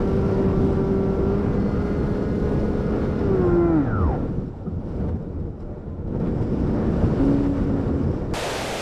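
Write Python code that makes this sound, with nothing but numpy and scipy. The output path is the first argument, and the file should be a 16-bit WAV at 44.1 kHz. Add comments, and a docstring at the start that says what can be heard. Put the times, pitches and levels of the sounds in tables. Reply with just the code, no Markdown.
"""On board a foam model plane in flight, microphone riding close on the airframe in a camera housing.
The two-blade propeller hums as a stack of shaft orders, is loaded in a roll and braked to a stop.
Bands of noise make the wind that buffets the housing; loose tissue paper buzzes as a wavering tone
and crackles as short noise bursts in the slipstream, and a paper roll knocks on the ringing fuselage.
Near the end the sound cuts to a second, bare microphone: broadband wind overloading its capsule."""
import sys
import numpy as np
from scipy import signal
from scipy.fft import rfft, irfft, next_fast_len
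from scipy.io import wavfile
from scipy.ndimage import uniform_filter1d

SR = 44100
rng = np.random.default_rng(int(sys.argv[2]) if len(sys.argv) > 2 else 0)


def transcribe(u):
    """Save the signal u as a 16-bit wav file named by the first command-line argument.

    u: samples, shape (n,) or (channels, n), limited to [-1, 1]; the rate is SR.
    q: integer samples, one column per channel.
    """
    v = np.clip(np.atleast_2d(u).T, -1, 1)
    q = np.round(v * 32767).astype(np.int16)
    wavfile.write(sys.argv[1], SR, q)


N = 388521
TIME = np.arange(N) / SR
SIZE = next_fast_len(N)
BINS_HZ = np.maximum(np.arange(SIZE // 2 + 1) * SR / SIZE, 1)


def undb(db):
    """Amplitude of a level in dB."""
    return np.exp(np.asarray(db) * (np.log(10) / 20))


def unit(x):
    """Signal scaled to rms 1."""
    return x / np.sqrt(np.mean(x ** 2))


def columns(table):
    """Table columns as curves over time; the first column is the time in s."""
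    s, *rest = np.transpose(table)
    return [np.interp(TIME, s, c) for c in rest]


def window(start_s, end_s, fade=0.018):
    """Gain 1 between two times, with short fades inside them."""
    return np.clip(np.minimum(TIME - start_s, end_s - TIME) / fade, 0, 1)


def walk(rate, size=N):
    """Random levels held about 1 / rate s and slewed twice; rms 1."""
    step = 16  # samples between coarse points
    hold = max(int(SR / step / rate), 2)
    held = np.repeat(rng.standard_normal(N // step // hold + 2), hold)
    coarse = uniform_filter1d(uniform_filter1d(held, hold), hold)
    return np.interp(np.arange(size), np.arange(len(coarse)) * step, unit(coarse))


def bell(offset, width):
    """Bell curve of height 1 that falls to 1/e at the width."""
    return np.exp(-(offset / width) ** 2)


def band(hz, width):
    """Gain of a bell-shaped band, for each frequency bin."""
    return bell(BINS_HZ - hz, width)


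def read(spectrum, hz):
    """dB of a spectrum on a log-frequency axis."""
    f, db = np.transpose(spectrum)
    return np.interp(np.log(hz), np.log(f), db)


def noise(gain):
    """Steady noise of rms 1 with an amplitude gain for each frequency bin."""
    bins = rng.standard_normal(len(gain)) + 1j * rng.standard_normal(len(gain))
    return unit(irfft(gain * bins, SIZE)[:N])


def coloured(spectrum):
    """Steady noise of rms 1 with the given colour."""
    return noise(undb(read(spectrum, BINS_HZ)))


def tone(phase, db, waver_db=1.0, rate=25):
    """A sine of rms level about db whose strength wavers at random."""
    level_db = db + waver_db * walk(rate, size=len(phase))
    return np.sqrt(2) * undb(level_db) * np.sin(phase + rng.uniform(0, 2 * np.pi))


# mean shaft speed under power, then braking: time_s, shaft_hz
SHAFT_SPEED = [(0, 194), (1.25, 194), (1.33, 199.5), (1.4, 201), (1.55, 201.3), (1.63, 203.2),
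               (1.75, 204.2), (1.9, 204.6), (2.09, 207.3), (2.3, 207.6), (3.0, 207.2), (3.19, 206.6),
               (3.24, 202.7), (3.42, 180.4), (3.49, 174.5), (3.66, 170.5), (3.7, 167.5), (3.76, 158),
               (3.85, 126.5), (4.0, 91.6), (4.046, 80.3), (4.08, 70), (4.11, 58.5), (4.17, 49)]
# flight state: time_s, state (0 climbing, 1 speeding up, 2 entering the roll, 3 blades loaded,
# 4 loaded hardest)
FLIGHT_STATE = [(1.27, 0), (1.6, 1), (3.17, 1), (3.32, 2), (3.45, 3), (3.66, 4)]
# motor levels, one row a flight state: imbalance_db, blade_tone_db, upper_orders_db
POWER_LEVELS = [(-28, -26.5, -50.5), (-30.5, -33.5, -53.5), (-27, -23, -57), (-27, -19.5, -49),
                (-26.5, -19, -46.5)]
# upper shaft orders relative to upper_orders_db, with half orders once the loaded blades flutter every
# second turn: multiple, then climbing_db, speeding_up_db, entering_roll_db, loaded_db, loaded_hardest_db
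UPPER_ORDERS = [(3, 7, 1, 5, 0, 2), (3.5, -30, -30, -10, 1, -6), (4, 1, -3, 10, 6, 11),
                (4.5, -30, -30, 0, 6, 1), (5, 1, -3, 3, -4, 3), (6, -1, 2, 9, 7, 6),
                (6.5, -30, -30, -5, -4, -9), (7, 1, 2, 7, -3, -6), (7.5, -30, -30, -4, -5, -7),
                (8, -9, -4, -4, 2, 5), (8.5, -30, -30, -8, -6, -5), (9, -15, -16, -9, -2, -8),
                (10, -17, -9, -15, -10, -12), (11, -14, -20, -13, -15, -13), (12, -22, -24, -20, -11, -12),
                (14, -22, -21, -22, -18, -16), (21, -28, -20, -30, -45, -45), (42, -39, -39, -34, -38, -42)]
# panel modes that lift the orders passing through them: mode_hz, width_hz, lift_db
PANEL_MODES = [(2025, 40, 6), (7300, 380, 11)]
# how the airframe passes the shaft tones on: pitch_hz, gain_db
AIRFRAME_GAIN = [(45, -2), (58, -4), (72, 10.5), (95, 1.5), (130, -0.5), (700, -2.5), (790, 4), (900, 1.5),
                 (1150, 1), (1350, 8), (1500, -5), (1600, -10), (2200, -17)]
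# shaft orders and whine heard while the propeller brakes, before that gain:
# multiple, then level_db at each handover time
BRAKING_ORDERS = [(5, -44, -51, -70, -70), (6, -50, -55, -70, -70), (9, -51, -62, -70, -70),
                  (10, -48, -58, -62, -62), (11, -48, -54, -62, -62), (12, -48, -56, -52, -51),
                  (13, -39, -40, -42, -41), (14, -41, -42, -39, -37), (15, -49, -46, -48, -61),
                  (16, -58, -54, -46, -58)]
HANDOVER_S = (3.8, 3.88, 3.96, 4.05)
# speed controller's switching tone, silent early in the braking, then faintly back: time_s, level_db
SWITCHING = [(0, -84), (3.76, -84), (3.79, -120), (3.98, -120), (4.0, -95), (4.28, -97), (4.31, -120)]
# difference tone of switching and commutation: time_s, level_db
DIFFERENCE_TONE = [(1.2, -92), (1.32, -71), (1.52, -77), (1.65, -66), (1.95, -65.5), (2.1, -69),
                   (3.17, -69), (3.32, -80), (3.45, -95)]
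SWITCH_HZ, COMMUTATIONS = 12915, 42  # commutations a shaft turn
BLADE_HOLD_S, BLADE_FADE_DB_PER_S = 3.81, 273
BRAKE_S, STOP_S, MOTOR_OFF_S = 3.78, 4.16, 4.35


def motor():
    """Propeller and motor: sines at multiples of shaft speed under power and braking, controller tones."""
    n = int(MOTOR_OFF_S * SR)
    t = TIME[:n]
    tables = SHAFT_SPEED, FLIGHT_STATE, SWITCHING, DIFFERENCE_TONE
    shaft_hz, state, switch_db, difference_db = (columns(table)[0][:n] for table in tables)

    def by_state(db):
        return np.interp(state, range(len(POWER_LEVELS)), db)

    def panel_db(hz):
        return sum(db * bell(hz - mode_hz, width) for mode_hz, width, db in PANEL_MODES)

    imbalance_db, blade_db, upper_db = (by_state(db) for db in np.transpose(POWER_LEVELS))
    turn = 2 * np.pi * np.cumsum(shaft_hz * (1 + 0.0006 * walk(30, size=n))) / SR
    # the unloaded blades fall silent
    blade_db = blade_db - BLADE_FADE_DB_PER_S * np.maximum(t - BLADE_HOLD_S, 0)
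    # the slowing shaft shakes the airframe as it crosses its low mode
    imbalance = tone(turn, imbalance_db + read(AIRFRAME_GAIN, shaft_hz))
    spinning = imbalance + tone(2 * turn, blade_db)

    driven = 0
    for k, *db in UPPER_ORDERS:
        order_db = upper_db + by_state(db) + panel_db(k * shaft_hz)
        driven = driven + tone(k * turn, order_db, waver_db=1.8, rate=35)
    # switching and commutation mix in the windings to a difference tone
    switch = 2 * np.pi * SWITCH_HZ * t
    driven += tone(switch - COMMUTATIONS * turn, difference_db, waver_db=2.5, rate=20)

    braking = 0
    for k, *db in BRAKING_ORDERS:
        order_db = np.interp(t, HANDOVER_S, db) + read(AIRFRAME_GAIN, k * shaft_hz)
        braking = braking + tone(k * turn, order_db, waver_db=2.0, rate=50)

    running = spinning * window(-1, STOP_S, fade=.04)[:n]
    running += driven * window(-1, BRAKE_S + 0.06, fade=0.1)[:n]
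    running += braking * window(BRAKE_S - .04, STOP_S + .015, fade=.03)[:n]
    return np.pad(running + tone(switch, switch_db), (0, N - n))


# airflow over the housing, of which only the swing about the mean is used:
# time_s, buffet_db, roar_db, hiss_db
AIRFLOW = [(0, -25, -48, -58), (.8, -23, -50, -60.5), (1.05, -27.5, -51, -62), (1.55, -24, -49.5, -61.5),
           (1.75, -25, -49.5, -60), (2.4, -23, -50.5, -59.5), (3.15, -24.5, -48, -60),
           (3.5, -24.5, -50, -64), (3.85, -30, -49.5, -67.5), (3.94, -26.5, -54, -70),
           (4.02, -25, -50, -66), (4.15, -25, -49, -66.5), (4.4, -28, -63.5, -69.5), (4.55, -40, -65, -73),
           (4.7, -35, -66.5, -74.5), (4.83, -31.5, -65, -72.5), (4.9, -32, -60, -66.5),
           (4.96, -27.5, -57, -68), (5.08, -27.5, -56.5, -71), (5.16, -32, -61.5, -75.5),
           (5.4, -33, -65, -76.5), (5.57, -36, -67, -78), (5.71, -36, -63, -77.5),
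           (6.03, -36.5, -64.5, -79), (6.1, -30, -60.5, -73), (6.24, -27.5, -50, -66.5),
           (6.4, -26.5, -54, -65), (6.8, -22, -49.5, -62), (7.25, -24.5, -48.5, -58.5),
           (7.8, -27, -51, -63), (8.33, -28, -53, -64.5)]
# short gusts and lulls in the airflow: centre_s, half_length_s, added_buffet_db, added_roar_and_hiss_db
GUSTS_AND_LULLS = [(0.633, 0.049, 3.5, 1), (2.318, .03, 2, -0.5), (5.012, 0.02, 1.5, 1),
                   (5.092, 0.011, -3, 6), (5.16, 0.013, 5, 1.5), (5.62, 0.017, 0, 5.5),
                   (6.162, 0.011, 1, 3), (6.186, 0.011, -1, -4), (6.21, 0.014, -0.5, 2),
                   (6.27, 0.032, 0, 1.5), (6.426, 0.012, 5, 4), (6.533, 0.0092, 3, 1.5),
                   (7.038, 0.02, 4.5, 0.5), (7.093, 0.012, 1.5, -1), (7.33, 0.02, 1.5, 1.5),
                   (7.44, 0.015, -0.5, 1.5), (8.085, 0.029, 5, -1.5), (8.208, 0.026, -0.5, 0),
                   (8.277, 0.025, -2, -2.5)]
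# ranges of the airflow: centre_hz, mean_db, then shares 0-1 of the buffet, roar and hiss swings
AIR_RANGES = [(45, -34.5, .55, 0, 0), (200, -27, 1, 0, 0), (650, -35.5, .25, .55, 0),
              (2000, -54, 0, .85, .15), (3100, -58, 0, .3, .7), (7000, -65.5, 0, 0, 1)]


def airflow():
    """Level dB of each range over time, led by buffet, roar and hiss."""
    buffet, roar, hiss = (c - c.mean() for c in columns(AIRFLOW))
    for s, length, low_db, high_db in GUSTS_AND_LULLS:
        shape = bell(TIME - s, length)
        buffet, roar, hiss = buffet + low_db * shape, roar + high_db * shape, hiss + high_db * shape
    return np.array([db + low * buffet + mid * roar + high * hiss for _, db, low, mid, high in AIR_RANGES])


def between(curves, hz):
    """Curve at one frequency, interpolated between the airflow ranges."""
    place = np.interp(np.log(hz), np.log([r[0] for r in AIR_RANGES]), np.arange(len(AIR_RANGES)))
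    k = min(int(place), len(AIR_RANGES) - 2)
    return curves[k] + (place - k) * (curves[k + 1] - curves[k])


# wind colour before a common trim: pitch_hz, level_db_per_hz
WIND_COLOUR = [(20, -7.5), (75, -5.5), (170, -6.5), (350, -11.5), (470, -16.5), (710, -25), (1380, -35.5),
               (1920, -43.5), (3000, -51), (5600, -58.5), (6600, -65), (8800, -69.5), (10800, -69.5),
               (12200, -85), (15000, -100)]
# loose paper flaps over the housing and chops the middle of the airflow: time_s, depth_db
PAPER_FLUTTER = [(4.3, 1), (4.7, 1), (8.3, 1.5)]


def turbulence(air):
    """Third-octave bands of wind noise: gusts shared by neighbours plus a flicker of their own."""
    swing = air - air.mean(axis=1, keepdims=True)
    low_gust, high_gust, flap = walk(5.4), walk(12), walk(40)
    flutter = columns(PAPER_FLUTTER)[0] * walk(35)
    out = 0
    for hz in 22 * 2 ** np.arange(0, 9.5, 1 / 3):
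        treble = np.clip(np.log2(hz / 400) / 4.0, 0, 1)  # share of the quicker gusts
        shake = 0.83 * (1 - treble) * low_gust + treble * (0.43 * high_gust + 0.61 * flap)
        shake += 0.75 * walk(14)
        shake += bell(np.log2(hz / 1100), 1.3) * flutter
        db = read(WIND_COLOUR, hz) + 10 * np.log10(hz) - 49  # per Hz to per band, then the trim
        out = out + undb(db + between(swing, hz) + shake) * noise(band(hz, hz / 6))
    return out


# airframe modes that the buffeting rings: mode_hz, width_hz, level_db above the airflow there,
# added_db in the propeller wash
FRAME_MODES = [(207.7, 25, -11, -12.5), (479, 42, -8.5, 1.5), (1360, 110, -12.5, 5.5),
               (5140, 600, -10.5, 0.5), (7500, 670, -13, -5), (8750, 300, -21, -2.5)]
# propeller wash: time_s, share 0-1
PROPELLER_WASH = [(4.0, 1), (4.4, 0)]
# narrow noise bands that swell while the blades are loaded and slowing:
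# centre_hz, width_hz, level_db at full swell
SWELLING_BANDS = [(788, 40, -48), (1350, 130, -50)]
# their swell: time_s, power share 0-1
BAND_SWELL = [(3.3, 0), (3.55, 0.92), (4.2, 0.7), (4.32, 0.03)]


def airframe(air):
    """Airframe modes as noise bands following the airflow, plus bands that swell with the loaded blades."""
    (wash,), (swell,) = columns(PROPELLER_WASH), columns(BAND_SWELL)
    out = 0
    for hz, width, db, wash_db in FRAME_MODES:
        level_db = db + wash * wash_db + between(air, hz) + 2.0 * walk(6.8)
        out = out + undb(level_db) * noise(band(hz, width))
    for hz, width, db in SWELLING_BANDS:
        out = out + undb(db + 2.0 * walk(20)) * np.sqrt(swell) * noise(band(hz, width))
    return out


# jolts of the wing in the stall: centre_s, peak_db, half_length_s
WING_JOLTS = [(4.75, -35, 0.098), (4.92, -27.5, 0.019), (5.119, -32, 0.043), (5.36, -32, 0.065),
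              (5.95, -33, 0.052)]
WING_HZ, WING_WIDTH_HZ, WING_UNDER_BUFFET_DB = 84, 7, 12


def wing(air):
    """The wing's bending mode, shaken by the buffeting and harder by single jolts."""
    jolts = sum(undb(db) * bell(TIME - s, length) for s, db, length in WING_JOLTS)
    shaken = undb(air[1] - WING_UNDER_BUFFET_DB) + jolts
    return shaken * undb(0.81 * walk(7.6)) * noise(band(WING_HZ, WING_WIDTH_HZ))


# level of the taut paper edge in the stream: time_s, level_db
EDGE_LEVEL = [(7.17, -45), (7.21, -19), (7.42, -22), (7.5, -23.5), (7.63, -31), (7.73, -25.5), (7.79, -29),
              (7.84, -36), (7.88, -24.5), (7.94, -34), (8.0, -28.5), (8.06, -50)]
# pitch of that edge: time_s, pitch_hz
EDGE_PITCH = [(7.18, 266), (7.23, 274), (7.35, 281.4), (7.6, 280), (7.87, 270), (8.05, 280)]


def paper_buzz():
    """A taut paper edge buzzing in the stream: a gliding tone and its octave."""
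    phase = 2 * np.pi * np.cumsum(columns(EDGE_PITCH)[0]) / SR
    strength = undb(columns(EDGE_LEVEL)[0]) * window(EDGE_LEVEL[0][0], EDGE_LEVEL[-1][0])
    return (tone(phase, 0, waver_db=1.3) + tone(2 * phase, -16, waver_db=2.0)) * strength


# brief edge whistles: start_s, length_s, pitch_hz, level_db
EDGE_WHISTLES = [(5.59, .22, 590, -46.5), (5.8, .24, 1050, -64)]


def paper_whistles():
    """The paper edge whistling briefly: faded tones of unsteady pitch."""
    out = 0
    for s, length, hz, db in EDGE_WHISTLES:
        phase = 2 * np.pi * hz * np.cumsum(1 + 0.013 * walk(30)) / SR
        out = out + tone(phase, db, waver_db=3.5) * window(s, s + length, fade=0.058)
    return out


# paper snaps and rustles, before the housing colours them: centre_s, peak_db, half_length_s
PAPER_SNAPS = [(.217, -45, .002), (.4622, -47, .001), (4.567, -61, .006), (4.685, -59, .003),
               (5.092, -60, .006), (5.229, -61, .006), (5.403, -61, .005), (5.472, -62, .004),
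               (5.605, -56, .008), (5.78, -61, .01), (5.9008, -52, .0008), (6.078, -56, .004),
               (6.132, -59, .004), (6.203, -52, .004), (7.252, -46, .005), (7.442, -47, .005),
               (7.643, -48, .005), (7.883, -48, .005)]
# housing modes that colour them: mode_hz, width_hz, gain_db
SHELL_MODES = [(2900, 700, -6), (3900, 250, 0), (5200, 500, 0), (7300, 900, -13), (10000, 2500, -20)]


def paper_crackle(air):
    """Fine random clicks that follow the hiss of the airflow, and single snaps, through the housing."""
    crackle_db = 5.1 * np.minimum(rng.exponential(size=N), 2) + air[-1] + 5.5
    hits = (rng.random(N) < 40 / SR) * undb(crackle_db)  # about 40 a second
    tail = np.exp(-np.arange(SR // 25) / SR / .006)
    snaps = sum(undb(db) * bell(TIME - s, length) for s, db, length in PAPER_SNAPS)
    clicks = (signal.fftconvolve(hits, tail)[:N] + snaps) * rng.standard_normal(N)
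    shell = sum(undb(db) * band(hz, width) for hz, width, db in SHELL_MODES)
    return irfft(rfft(clicks, SIZE) * shell, SIZE)[:N]


# the paper roll knocks on the fuselage: start_s, strength_db
ROLL_KNOCKS = [(4.658, -11.5), (5.082, -36), (6.259, -15)]
# fuselage ringing: mode_hz, width_hz, level_db relative to the knock
FUSELAGE_MODES = [(165, 18, 0), (205, 18, -3), (380, 25, -8), (720, 35, -19), (1250, 50, -17)]
# paper scuffing the foam with each knock: centre_hz, width_hz, level_db relative to the knock
FOAM_SCUFF = (1230, 200, -25)
SCUFF_DECAY_S = .012


def knocks():
    """Soft blows, each ringing the fuselage modes as decaying sines, with a scuff of noise."""
    blows = np.zeros(N)
    for s, db in ROLL_KNOCKS:
        blows[int(s * SR)] = undb(db)
    t = np.arange(SR // 5) / SR
    onset = 1 - bell(t, .012)
    ring = sum(undb(db) * np.exp(-np.pi * width * t) * np.sin(2 * np.pi * hz * t)
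               for hz, width, db in FUSELAGE_MODES)
    hz, width, db = FOAM_SCUFF
    scuff_envelope = undb(db) * onset * np.exp(-t / SCUFF_DECAY_S)
    scuff = signal.fftconvolve(blows, scuff_envelope)[:N] * noise(band(hz, width))
    return signal.fftconvolve(blows, ring * onset)[:N] + scuff


# airflow colour on the bare microphone, relative: pitch_hz, level_db_per_hz
BARE_COLOUR = [(30, -6.5), (130, -4.5), (250, -7), (330, -5.5), (500, -1.5), (850, -6), (1000, -12),
               (3200, -17), (8600, -27.5), (12400, -37), (15000, -51)]
BARE_DB, CEILING_DB = -25, -20.5  # rms level before overload, capsule ceiling


def bare_microphone():
    """Dense broadband wind driven against the ceiling of a small capsule, which rounds its peaks."""
    flow = coloured(BARE_COLOUR) * undb(BARE_DB + 0.42 * walk(15))
    x, knee = flow / undb(CEILING_DB), 5.0
    return flow / (1 + np.abs(x) ** knee) ** (1 / knee)


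# self-noise colour of the housed microphone, relative: pitch_hz, level_db_per_hz
SELF_COLOUR = [(1000, 1), (5500, -8.5), (6700, -7.5), (9000, -13), (12500, -19), (13200, -26.5)]
SELF_DB = -79.5


def self_noise():
    """Steady, faint hiss of the housed microphone."""
    return undb(SELF_DB) * coloured(SELF_COLOUR)


CUT_S = 8.3375


def scene():
    """The housed microphone on the airframe, then a hard cut to the bare one."""
    air = airflow()
    wind = turbulence(air) + airframe(air) + wing(air)
    paper = paper_buzz() + paper_whistles() + paper_crackle(air)
    housed = motor() + wind + paper + knocks() + self_noise()
    return np.where(TIME < CUT_S, housed, bare_microphone())[None]


TOP_HZ, FADE_IN_S = 14900, .004


def record(dry):
    """The recorder opens softly and cuts the top with a steep low-pass."""
    low_pass = signal.ellip(10, .2, 70, TOP_HZ, fs=SR, output="sos")
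    return signal.sosfilt(low_pass, dry * window(0, 9, fade=FADE_IN_S))


dry = scene()
out = record(dry)
transcribe(out)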